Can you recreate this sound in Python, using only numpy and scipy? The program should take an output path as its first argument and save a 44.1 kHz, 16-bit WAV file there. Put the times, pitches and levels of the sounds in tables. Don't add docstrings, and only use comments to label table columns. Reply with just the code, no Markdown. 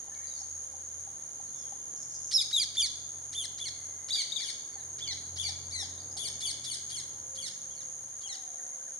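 import sys
import numpy as np
from scipy import signal
from scipy.fft import rfft, irfft, next_fast_len
from scipy.io import wavfile
from scipy.ndimage import uniform_filter1d, map_coordinates

SR = 44100
rng = np.random.default_rng(int(sys.argv[2]) if len(sys.argv) > 2 else 0)


def unload_audio(sound):
    columns = np.transpose(np.atleast_2d(sound))
    steps = np.round(np.clip(columns, -1, 1) * 32767)
    wavfile.write(sys.argv[1], SR, steps.astype(np.int16))


N = 396459
TIME = np.arange(N) / SR
EDGE_HZ = 15550

# freq_hz, gain_db
THROAT_RESPONSE = [(1000, -20), (1700, -13.5), (2300, -8.5), (3100, -5), (4500, 0.5), (5600, -1),
                   (7000, -13), (8200, -10), (9000, -11.5), (10500, -20), (11700, -29.5), (12500, -45),
                   (14200, -48), (15500, -58)]
# start_s, length_s, top_hz, level_db (before near_bird's gains), left_right_db
REGISTER_LEAPS = [(2.337, 0.04, 5420, -20.5, -3), (4.126, 0.02, 4670, -30, 2),
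                  (4.329, 0.032, 4450, -63, 10)]
WHISTLE_SHAPE_DB = (-6, -1.5, -7)


def near_bird(direct_db=0.5, wet_db=0.5):
    # whistle_start_s, time_to_top_s, whistle_s, fall_s, top_hz, fall_start_hz, fall_end_hz,
    # squeak_db, whistle_db, fall_db, high_overtones_db, whistle_left_right_db, fall_left_right_db, scratch_db
    chirp_rows = [(2.332, 0.014, 0.077, 0.02, 4214, 2575, 1900, -44, -25, -27, -8.5, 2, 2, -35),
                  (2.529, 0.0116, 0.067, 0.049, 3897, 2505, 1560, -45.5, -25, -27.5, -11, 2, -3.5, -65),
                  (2.77, 0.0164, 0.052, 0.052, 3578, 2430, 1615, -44, -24.5, -28.5, -11, 0, -3, -65),
                  (3.347, 0.028, 0.092, 0.021, 3580, 2195, 1506, -45, -34.5, -37, -5.5, -1, 7, -53),
                  (3.6, 0.021, .056, 0.036, 3510, 2270, 1580, -47, -39, -37, -11.5, 1, -1, -52),
                  (4.104, 0.028, 0.065, 0.055, 3990, 2366, 1957, -44, -29.5, -32, -11.5, 3, 1, -50),
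                  (4.171, 0.0034, 0.054, 0.031, 3440, 2330, 1770, -45, -40, -47, -18, -5, -2, -61),
                  (4.32, 0.023, 0.063, 0.073, 3977, 2437, 1397, -53, -29, -39.5, -16.5, 12, 16, -67),
                  (4.417, 0.017, .060, .031, 3520, 2340, 1618, -41, -39.5, -37.5, -6.5, 14, 10, -57),
                  (5.005, 0.027, 0.069, .063, 3510, 2310, 1563, -46.5, -39.5, -36.5, -28, -2, -1, -62),
                  (5.381, 0.026, 0.054, 0.067, 3513, 2377, 1660, -43, -34.5, -35.5, -11, 8, 9, -51),
                  (6.189, 0.023, 0.056, 0.044, 3523, 2420, 1470, -38, -36, -36, 2, 22, 7, -52),
                  (6.423, 0.0174, .046, .049, 3530, 2370, 1503, -44.5, -34, -34.5, -4, 5, 4, -46),
                  (6.661, 0.013, 0.048, 0.045, 3530, 2324, 1460, -41, -37.5, -36.5, 2, 17, 0, -43.5),
                  (6.917, 0.02, .052, 0.04, 3380, 2270, 1495, -41, -40.5, -40, -2.5, 20, -5.5, -56),
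                  (7.374, 0.022, 0.049, 0.067, 3365, 2305, 1280, -48.5, -41, -39.5, -4.5, 17, -5.5, -57),
                  (7.701, 0.022, 0.061, 0.073, 3340, 2275, 1400, -67, -58, -55, -15, 2, 2.5, -71),
                  (8.231, 0.017, 0.059, 0.076, 3290, 2165, 1180, -55, -45, -42.5, -9.5, 8, 1.5, -60)]
    # time_s, right_delay_s, echo_db (before the wet gain)
    path = [(2.3, -.00002, -7.5), (2.9, -.00002, -9), (4.2, .00002, -2), (5.1, .00005, -2),
            (5.4, .0002, -2), (6.2, .00023, -2), (7.4, .00025, -1.5), (8.3, .00025, -5)]
    scratch_lead_s = 0.019
    echo_sway, echo_sway_hz = .012, 260.4

    direct, call = np.zeros((2, N)), np.zeros(N)
    delay_s, echo_db = curves(path)
    gestures = [part for *row, _ in chirp_rows for part in chirp(*row)]
    gestures += [leap(*row) for row in REGISTER_LEAPS]
    gestures.append(slur())
    for start, pan_db, *gesture in gestures:
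        left, right = note(*gesture) * sides(pan_db)
        add(direct[0], start, left)
        add(direct[1], start + delay_s[round(start * SR)], right)
        blurred = note(*gesture, jitter=echo_sway, jitter_hz=echo_sway_hz, flutter_db=3.5, rasp_db=-15)
        add(call, start, blurred)
    for start, *_, scratch_db in chirp_rows:
        sound = gain_of(scratch_db) * scratch()
        add(call, start - scratch_lead_s, sound)
        add(direct, start - scratch_lead_s, sound * sides(0))
    echoes = leafy(call * gain_of(echo_db))
    return gain_of(direct_db) * direct + gain_of(wet_db) * echoes


def chirp(start, top_s, whistle_s, fall_s, top_hz, fall_hz, end_hz,
          squeak_db, whistle_db, fall_db, overtones_db, whistle_pan_db, fall_pan_db):
    squeak_s, squeak_from_hz, squeak_to_hz = .022, 1000, 2513
    climb_s, climb = .025, .12
    sag, sag_power = .2, 1.55
    fall_steady, fall_power = .5, 3.5
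    squeak_shape_db, fall_shape_db = (-4, 0, -2.5), (-1, -1.5, -3.5)

    u = progress(squeak_s)
    pitch = squeak_from_hz + (squeak_to_hz - squeak_from_hz) * u
    envelope = gain_of(arch(squeak_shape_db, len(u)))
    squeak = start - squeak_s, 0, pitch, squeak_db, envelope, overtones_db

    t = progress(whistle_s) * whistle_s
    before = np.maximum(top_s - t, 0) / climb_s
    after = np.maximum(t - top_s, 0) / (whistle_s - top_s)
    pitch = top_hz * (1 - climb * before ** 2 - sag * after ** sag_power)
    silent = sum((start + t > s) & (start + t < s + length) for s, length, *_ in REGISTER_LEAPS)
    envelope = gain_of(arch(WHISTLE_SHAPE_DB, len(t))) * uniform_filter1d(1. - silent, size=80)
    whistle = start, whistle_pan_db, pitch, whistle_db, envelope, overtones_db

    u = progress(fall_s)
    slide = fall_steady * u + (1 - fall_steady) * u ** fall_power
    pitch = fall_hz + (end_hz - fall_hz) * slide
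    envelope = gain_of(arch(fall_shape_db, len(u)))
    fall = start + whistle_s, fall_pan_db, pitch, fall_db, envelope, overtones_db
    return [squeak, whistle, fall]


def leap(start, length, top_hz, db, pan_db):
    top_s, sag_per_s2, overtones_db = 0.0136, 179, -17.5
    t = progress(length) * length
    pitch = top_hz * (1 - sag_per_s2 * (t - top_s) ** 2)
    return start, pan_db, pitch, db, gain_of(arch(WHISTLE_SHAPE_DB, len(t))), overtones_db


def slur():
    # time_s, pitch_hz, level_db (before near_bird's gains)
    slur_rows = [(5.706, 1714, -49.5), (5.723, 2213, -45), (5.74, 2362, -39.5), (5.752, 2056, -38.5),
                 (5.783, 2027, -39), (5.822, 1758, -38.5), (5.859, 1480, -51)]
    overtones_db, pan_db = -10.5, 6
    s, hz, db = np.transpose(slur_rows)
    t = np.arange(s[0], s[-1], 1 / SR)
    envelope = gain_of(np.interp(t, s, db) - db.max())
    return s[0], pan_db, np.interp(t, s, hz), db.max(), envelope, overtones_db


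def note(pitch, db, envelope, overtones_db, jitter=0.0074, jitter_hz=170, flutter_db=2.5, flutter_hz=110,
         edge=0.0014, rasp_db=-27, overtone_db=-1, pressed=0.68):
    size = len(pitch)
    pitch = pitch * (1 + jitter * drift(size, jitter_hz))
    k = np.arange(1, 10)[:, None]
    hz = k * pitch
    height = gain_of(read(THROAT_RESPONSE, hz)) * (hz < EDGE_HZ)
    push_db = np.clip(db + 40, -6, 12)
    height *= gain_of(-pressed * push_db * np.clip((2900 - hz) / 400, 0, 1))
    height /= np.sqrt((height ** 2).sum(0) + 0.026)
    high = np.clip((hz - 6500) / 2000, 0, 1)
    plain_db = 10 * np.log10(((height * high) ** 2).sum(0).mean() + 1e-6)
    height = height * gain_of(high * np.clip(overtones_db + overtone_db - plain_db, -12, 10))
    phase = 2 * np.pi * np.cumsum(pitch) / SR
    voice = evened((height * np.sin(k * phase)).sum(0))
    rasp = evened(colour(rng.standard_normal(size) * (1 + np.cos(phase)), hiss_colour))
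    level = envelope * gain_of(db + flutter_db * drift(size, flutter_hz))
    return (voice + gain_of(rasp_db) * rasp) * level * fade(size, edge)


def scratch(length=.02, start_rate_hz=520, rough=1.0):
    size = round(length * SR)
    rate_hz = start_rate_hz * np.linspace(1, 2, size) * (1 + 0.09 * drift(size, 400))
    turns = np.cumsum(rate_hz) / SR
    pulses = np.diff(np.floor(turns), prepend=0)
    drive = evened(pulses) + rough * rng.standard_normal(size)
    return evened(colour(drive, hiss_colour)) * fade(size, 0.0014)


def hiss_colour(hz, low_hz=2700):
    return gain_of(read(THROAT_RESPONSE, hz)) * hz ** 3 / (hz ** 3 + low_hz ** 3)


def far_birds(direct_db=-5, wet_db=-1, rasp_waver_hz=600):
    # start_s, length_s, start_hz, end_hz, level_db
    whistle_rows = [(0.091, .07, 1695, 1850, -62), (0.144, .04, 2260, 2150, -58),
                    (.198, 0.048, 1750, 2430, -59), (.245, 0.026, 1840, 2050, -60),
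                    (0.222, 0.14, 4140, 3660, -59), (.262, .03, 4800, 4550, -54),
                    (.34, .045, 4820, 4100, -51), (0.352, 0.067, 5900, 5400, -52),
                    (1.46, 0.047, 4350, 4000, -66), (1.522, 0.17, 3610, 3140, -63.5),
                    (1.549, 0.086, 5690, 4900, -56), (3.676, 0.47, 2087, 2033, -67),
                    (4.721, 0.1, 4610, 3700, -58.5), (4.714, .09, 2196, 1620, -63),
                    (5.973, 0.023, 3370, 4830, -53.5), (5.991, .03, 4790, 4260, -52),
                    (6.106, 0.032, 4950, 5370, -53), (8.58, 0.027, 1990, 1500, -61),
                    (8.59, 0.062, 1580, 1430, -65), (8.712, .025, 1940, 2350, -62.5),
                    (8.792, 0.043, 1526, 1640, -64), (8.862, 0.038, 1890, 1280, -63)]
    # start_s, level_db
    rasp_rows = [(1.96, -48), (2.003, -43), (2.09, -45.5), (2.133, -42), (2.22, -49), (2.265, -43)]
    # start_s, length_s, level_db
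    wail_rows = [(8.25, .31, -62), (8.42, 0.37, -68), (8.519, .4, -65.5)]
    whistle_waver = 0.019
    rasp_s, rasp_from_hz, rasp_to_hz, rasp_waver = 0.035, 6970, 5690, .1
    wail_from_hz, wail_to_hz, wail_droop_hz_per_s, wail_waver = 795, 690, 230, 0.02

    out = np.zeros(N)
    for start, length, from_hz, to_hz, db in whistle_rows:
        add(out, start, gain_of(db) * glide(length, from_hz, to_hz, whistle_waver))
    for start, db in rasp_rows:
        add(out, start, gain_of(db) * glide(rasp_s, rasp_from_hz, rasp_to_hz, rasp_waver, rasp_waver_hz))
    for start, length, db in wail_rows:
        droop_hz = wail_droop_hz_per_s * (start - wail_rows[0][0])
        wail = glide(length, wail_from_hz - droop_hz, wail_to_hz - droop_hz, wail_waver, broken_db=1)
        add(out, start, gain_of(db) * wail)
    return gain_of(direct_db) * out + gain_of(wet_db) * leafy(out)


def glide(length, from_hz, to_hz, waver, waver_hz=130, edge=0.01, broken_db=2.5, broken_hz=45):
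    u = progress(length)
    hz = (from_hz + (to_hz - from_hz) * u ** 1.6) * (1 + waver * drift(len(u), waver_hz))
    level = gain_of(broken_db * drift(len(u), broken_hz)) * fade(len(u), edge)
    return evened(np.sin(2 * np.pi * np.cumsum(hz) / SR) * level)


def pips(pip_hz=800, rise_s=0.0036, trim_db=2, wet_db=-6):
    # start_s, peak_db (before trim_db and the left-right gains)
    pip_rows = [(0.08, -51.5), (0.412, -51.5), (0.738, -51), (1.072, -49.5), (1.399, -48.5), (1.722, -47.5),
                (4.76, -49.5), (5.124, -56), (5.487, -48.5), (5.826, -47), (6.163, -49.5)]
    t, out = np.arange(2000) / SR, np.zeros(N)
    pip = t / rise_s * np.exp(1 - t / rise_s) * np.sin(2 * np.pi * pip_hz * t)
    for s, db in pip_rows:
        add(out, s, gain_of(db + trim_db) * pip)
    return out * sides(-6.0) + gain_of(wet_db) * forest(out)


def twig(start_s=.146, level_db=-47, centre_hz=4200, decay_s=0.0026):
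    t, out = np.arange(1000) / SR, np.zeros(N)
    noise = rng.standard_normal(len(t))
    tick = evened(colour(noise, lambda f: 1 / (1 + ((f - centre_hz) / 1300) ** 4)))
    add(out, start_s, gain_of(level_db) * tick * np.exp(-t / decay_s))
    return out + gain_of(-2) * forest(out)


def cicadas(second_db=-5, chorus_db=-3, swell_db=0.77, shared=0.16):
    # freq_hz, relative_db
    buzz_spectrum = [(4800, -57), (5500, -20.5), (6000, -11.5), (6250, -1), (6430, 3.5), (6750, -0.5),
                     (7000, -1), (7350, -27), (7700, -54), (8100, -47), (8400, -22), (9250, -8),
                     (9700, -13.5), (10500, -38), (11500, -46), (13000, -34), (14500, -54)]
    # freq_hz, left_right_db
    buzz_sides = [(5800, -8), (6600, 0.5), (7500, -22), (8400, 13), (9200, 7), (10500, 26), (13000, 5)]
    # time_s, level_db (before the swell)
    buzz_level = [(0, -41), (1, -41), (2, -41.5), (3, -41), (4, -41.5), (5, -42), (6, -42), (7, -41),
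                  (8, -41.5), (9, -41)]
    steady = tymbals(74.45, .001, .42) * sides(2)
    wavering = gain_of(second_db) * tymbals(76, .05, 1.0)
    chorus = gain_of(chorus_db) * rng.standard_normal((2, N))
    drive = steady + wavering + chorus
    drive = drive + shared / 2 * drive[::-1]
    buzz = colour(drive, lambda f: gain_of(read(buzz_spectrum, f)) * sides(read(buzz_sides, f)))
    return evened(buzz) * gain_of(curves(buzz_level)[0] + swell_db * drift(N, 4))


def tymbals(rate_hz, wander, weak, centre_hz=6550, glide_hz=380, crackle=0.68):
    turns = 2 * np.cumsum(rate_hz * (1 + wander * drift(N, 1.5))) / SR
    stroke, age = turns.astype(int), turns % 1
    size = np.where(stroke % 2, weak, 1) * np.sin(np.pi * age)
    start_turn = rng.random((2, 4096))[:, stroke]
    ring_hz = centre_hz + glide_hz * (2 * age - 1)
    ring = np.sin(2 * np.pi * (start_turn + np.cumsum(ring_hz) / SR))
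    return size * (ring / 2 + crackle * rng.standard_normal((2, N)))


def engines(level_db=0, upper_gain_db=-1, rev_db=-3, whine_hz=525, waver_db=2, fading_db=1.5):
    # time_s, second_order_hz, second_order_db
    hum_rows = [(0.0, 85.3, -68), (0.18, 85.3, -63.5), (1.01, 85.5, -61), (1.09, 86.6, -67),
                (1.89, 88.6, -68), (2.0, 85.3, -82), (2.21, 88.1, -65), (3.28, 88.2, -60),
                (4.16, 88.2, -65), (4.22, 87.0, -81), (4.37, 91.5, -71), (4.53, 86.1, -72),
                (5.4, 86.8, -50), (6.8, 86.7, -65), (7.3, 87.0, -65), (7.4, 92.1, -74)]
    # time_s, third_order_db; the higher orders follow it
    third_rows = [(0.0, -75), (0.91, -79), (1.01, -68.5), (3.67, -66.5), (4.39, -74.5), (5.05, -60.5),
                  (6.92, -62), (7.4, -71)]
    # order, level_db (relative to the third)
    upper_orders = [(4, -10), (5, -16.5), (6, -10.5), (7, -11), (8, -38.5), (9, -11.5)]
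    # time_s, rate_hz, second_order_db, third_and_fourth_order_db
    rev_rows = [(6, 26.85, -88, -82), (6.5, 31.24, -75, -81), (7.3, 38.36, -69, -72),
                (7.42, 53.6, -64, -66), (7.7, 39.9, -67, -67), (8.2, 28.55, -97, -67.5),
                (8.5, 25.9, -95, -92.5)]
    # loudest_s, half_length_s (to half amplitude), level_db
    whine_rows = [(0.746, 0.13, -70.5), (1.8, 1, -74), (7.352, 0.096, -62.5), (7.814, 0.2, -69.5),
                  (8.75, 0.3, -66.5)]
    stop_s, fade_s = 7.5, 0.25

    hum_hz, second_db = curves(hum_rows)
    third_db = curves(third_rows)[0] + upper_gain_db
    phase = np.pi * np.cumsum(hum_hz) / SR
    hum = gain_of(second_db + fading_db * drift(N, 7.4)) * np.sin(2 * phase)
    for order, db in [(3, 0)] + upper_orders:
        level = gain_of(third_db + db + waver_db * drift(N, 3))
        hum += level * np.sin(round(order) * phase + 0.91 * drift(N, 3.9))
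    hum *= np.clip((stop_s - TIME) / fade_s, 0, 1)

    rate_hz, second_db, upper_db = curves(rev_rows)
    phase = 2 * np.pi * np.cumsum(rate_hz * (1 + 0.017 * drift(N, 15))) / SR
    rev = gain_of(second_db) * np.sin(2 * phase)
    rev += gain_of(upper_db) * (np.sin(3 * phase) + np.sin(4 * phase))
    rev *= (TIME > rev_rows[0][0]) * (TIME < rev_rows[-1][0])

    swells = sum(gain_of(db) / (1 + ((TIME - s) / width) ** 2) for s, width, db in whine_rows)
    whine = swells * np.sin(2 * np.pi * whine_hz * TIME + drift(N, 7))
    return np.sqrt(2) * (gain_of(level_db) * hum + gain_of(rev_db) * rev + whine)


def air(level_db=-56.5, roar_share=1.0, roar_hz=1100):
    # freq_hz, relative_db_per_hz
    air_spectrum = [(20, -14), (50, -12), (90, 1.5), (150, -2.5), (300, -2.5), (650, -2.5), (1000, -4),
                    (2000, -7.5), (3200, -10), (5500, -9.5), (7200, -6), (7800, -64), (8600, -1.5),
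                    (11000, -21), (14000, -23.5), (15500, -30)]
    # freq_hz, left_right_likeness
    likeness = [(180, 1), (300, .98), (640, .76), (1400, 0), (3000, -.1), (15000, 0)]
    # time_s, roar_db (only its departure from the median counts)
    roar_rows = [(0.0, -65), (0.47, -67.5), (2.03, -64.5), (2.05, -66.5), (4.78, -64.5), (6.26, -61),
                 (6.86, -67), (7.24, -62.5), (7.29, -66), (8.99, -68.5)]
    a, b = rng.standard_normal((2, N))
    same = lambda f: np.clip(read(likeness, f), -1, 1)
    right = colour(a, same) + colour(b, lambda f: np.sqrt(1 - same(f) ** 2))
    hiss = evened(colour(np.array([a, right]), lambda f: gain_of(read(air_spectrum, f))))
    low = colour(hiss, lambda f: 1 / (1 + (f / roar_hz) ** 4))
    roar_db = curves(roar_rows)[0]
    swell = gain_of(roar_share * (roar_db - np.median(roar_db)))
    return gain_of(level_db) * (hiss + low * (swell - 1))


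def forest(x, onset_s=0.0013, near_db=3, near_s=0.017):
    # freq_hz, t60_s
    decay = [(500, 0.97), (2000, 0.79), (4000, 0.76), (7000, 0.7), (10000, 0.47), (15000, .25)]
    taps = rng.standard_normal((2, SR)) * (rng.random((2, SR)) < 2500 / SR)
    t = np.arange(SR) / SR
    taps *= (1 - np.exp(-t / onset_s)) * (1 + gain_of(near_db) * np.exp(-t / near_s))
    hz, at, z = signal.stft(taps, SR, nperseg=256)
    z = z * gain_of(-60 * at / read(decay, hz)[:, None])
    tail = signal.istft(z, SR, nperseg=256)[1]
    voice_band = abs(rfft(tail, SR))[:, 3000:5000]
    return signal.fftconvolve(x[None], tail / np.sqrt(np.mean(voice_band ** 2)), axes=1)[:, :N]


def leafy(x, turn_hz=45, count=3):
    turns = [np.sin(np.pi * (turn_hz * TIME + k / count)) * np.sqrt(2 / count) for k in range(count)]
    return sum(forest(x * turn) for turn in turns)


def gain_of(db):
    return 10 ** (np.asarray(db) / 20)


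def evened(x):
    return x / np.sqrt(np.mean(x ** 2) + 1e-20)


def read(points, hz):
    f, value = np.transpose(points)
    return np.interp(np.log(hz + 1), np.log(f + 1), value)


def curves(rows):
    s, *columns = np.transpose(rows)
    return [np.interp(TIME, s, c) for c in columns]


def add(mix, s, sound):
    part = mix[..., round(s * SR):][..., :sound.shape[-1]]
    part += sound[..., :part.shape[-1]]


def colour(x, gain):
    size = next_fast_len(x.shape[-1] + 2048)
    spectrum = rfft(x, size) * gain(np.fft.rfftfreq(size, 1 / SR))
    return irfft(spectrum, size)[..., :x.shape[-1]]


def drift(size, hz):
    knots = rng.standard_normal(4096)
    return map_coordinates(knots, [np.arange(size) * 2 * hz / SR], order=2, mode="wrap")


def sides(db):
    pair = gain_of(np.array([np.atleast_1d(db), -np.atleast_1d(db)]) / 2)
    return pair / np.sqrt((pair ** 2).mean(0))


def arch(values, size):
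    return np.polyval(np.polyfit([0, .5, 1], values, 2), np.linspace(0, 1, size))


def fade(size, edge):
    return signal.windows.tukey(size, min(1, 2 * edge * SR / size))


def progress(length):
    return np.linspace(0, 1, round(length * SR))


def scene():
    return near_bird() + far_birds() + pips() + twig() + cicadas() + engines() + air()


def record(dry):
    # centre_hz, half_width_hz (to a quarter of the amplitude)
    notch_rows = [(2610, 117), (7710, 148)]

    def notch_gain(f):
        dips = [((f - hz) ** 2 / ((f - hz) ** 2 + width ** 2)) ** 2 for hz, width in notch_rows]
        return np.prod(dips, axis=0)

    low_pass = signal.firwin(511, EDGE_HZ, window=("kaiser", 9), fs=SR)
    return signal.oaconvolve(colour(dry, notch_gain), low_pass[None], "same")


dry = scene()
out = record(dry)
unload_audio(out)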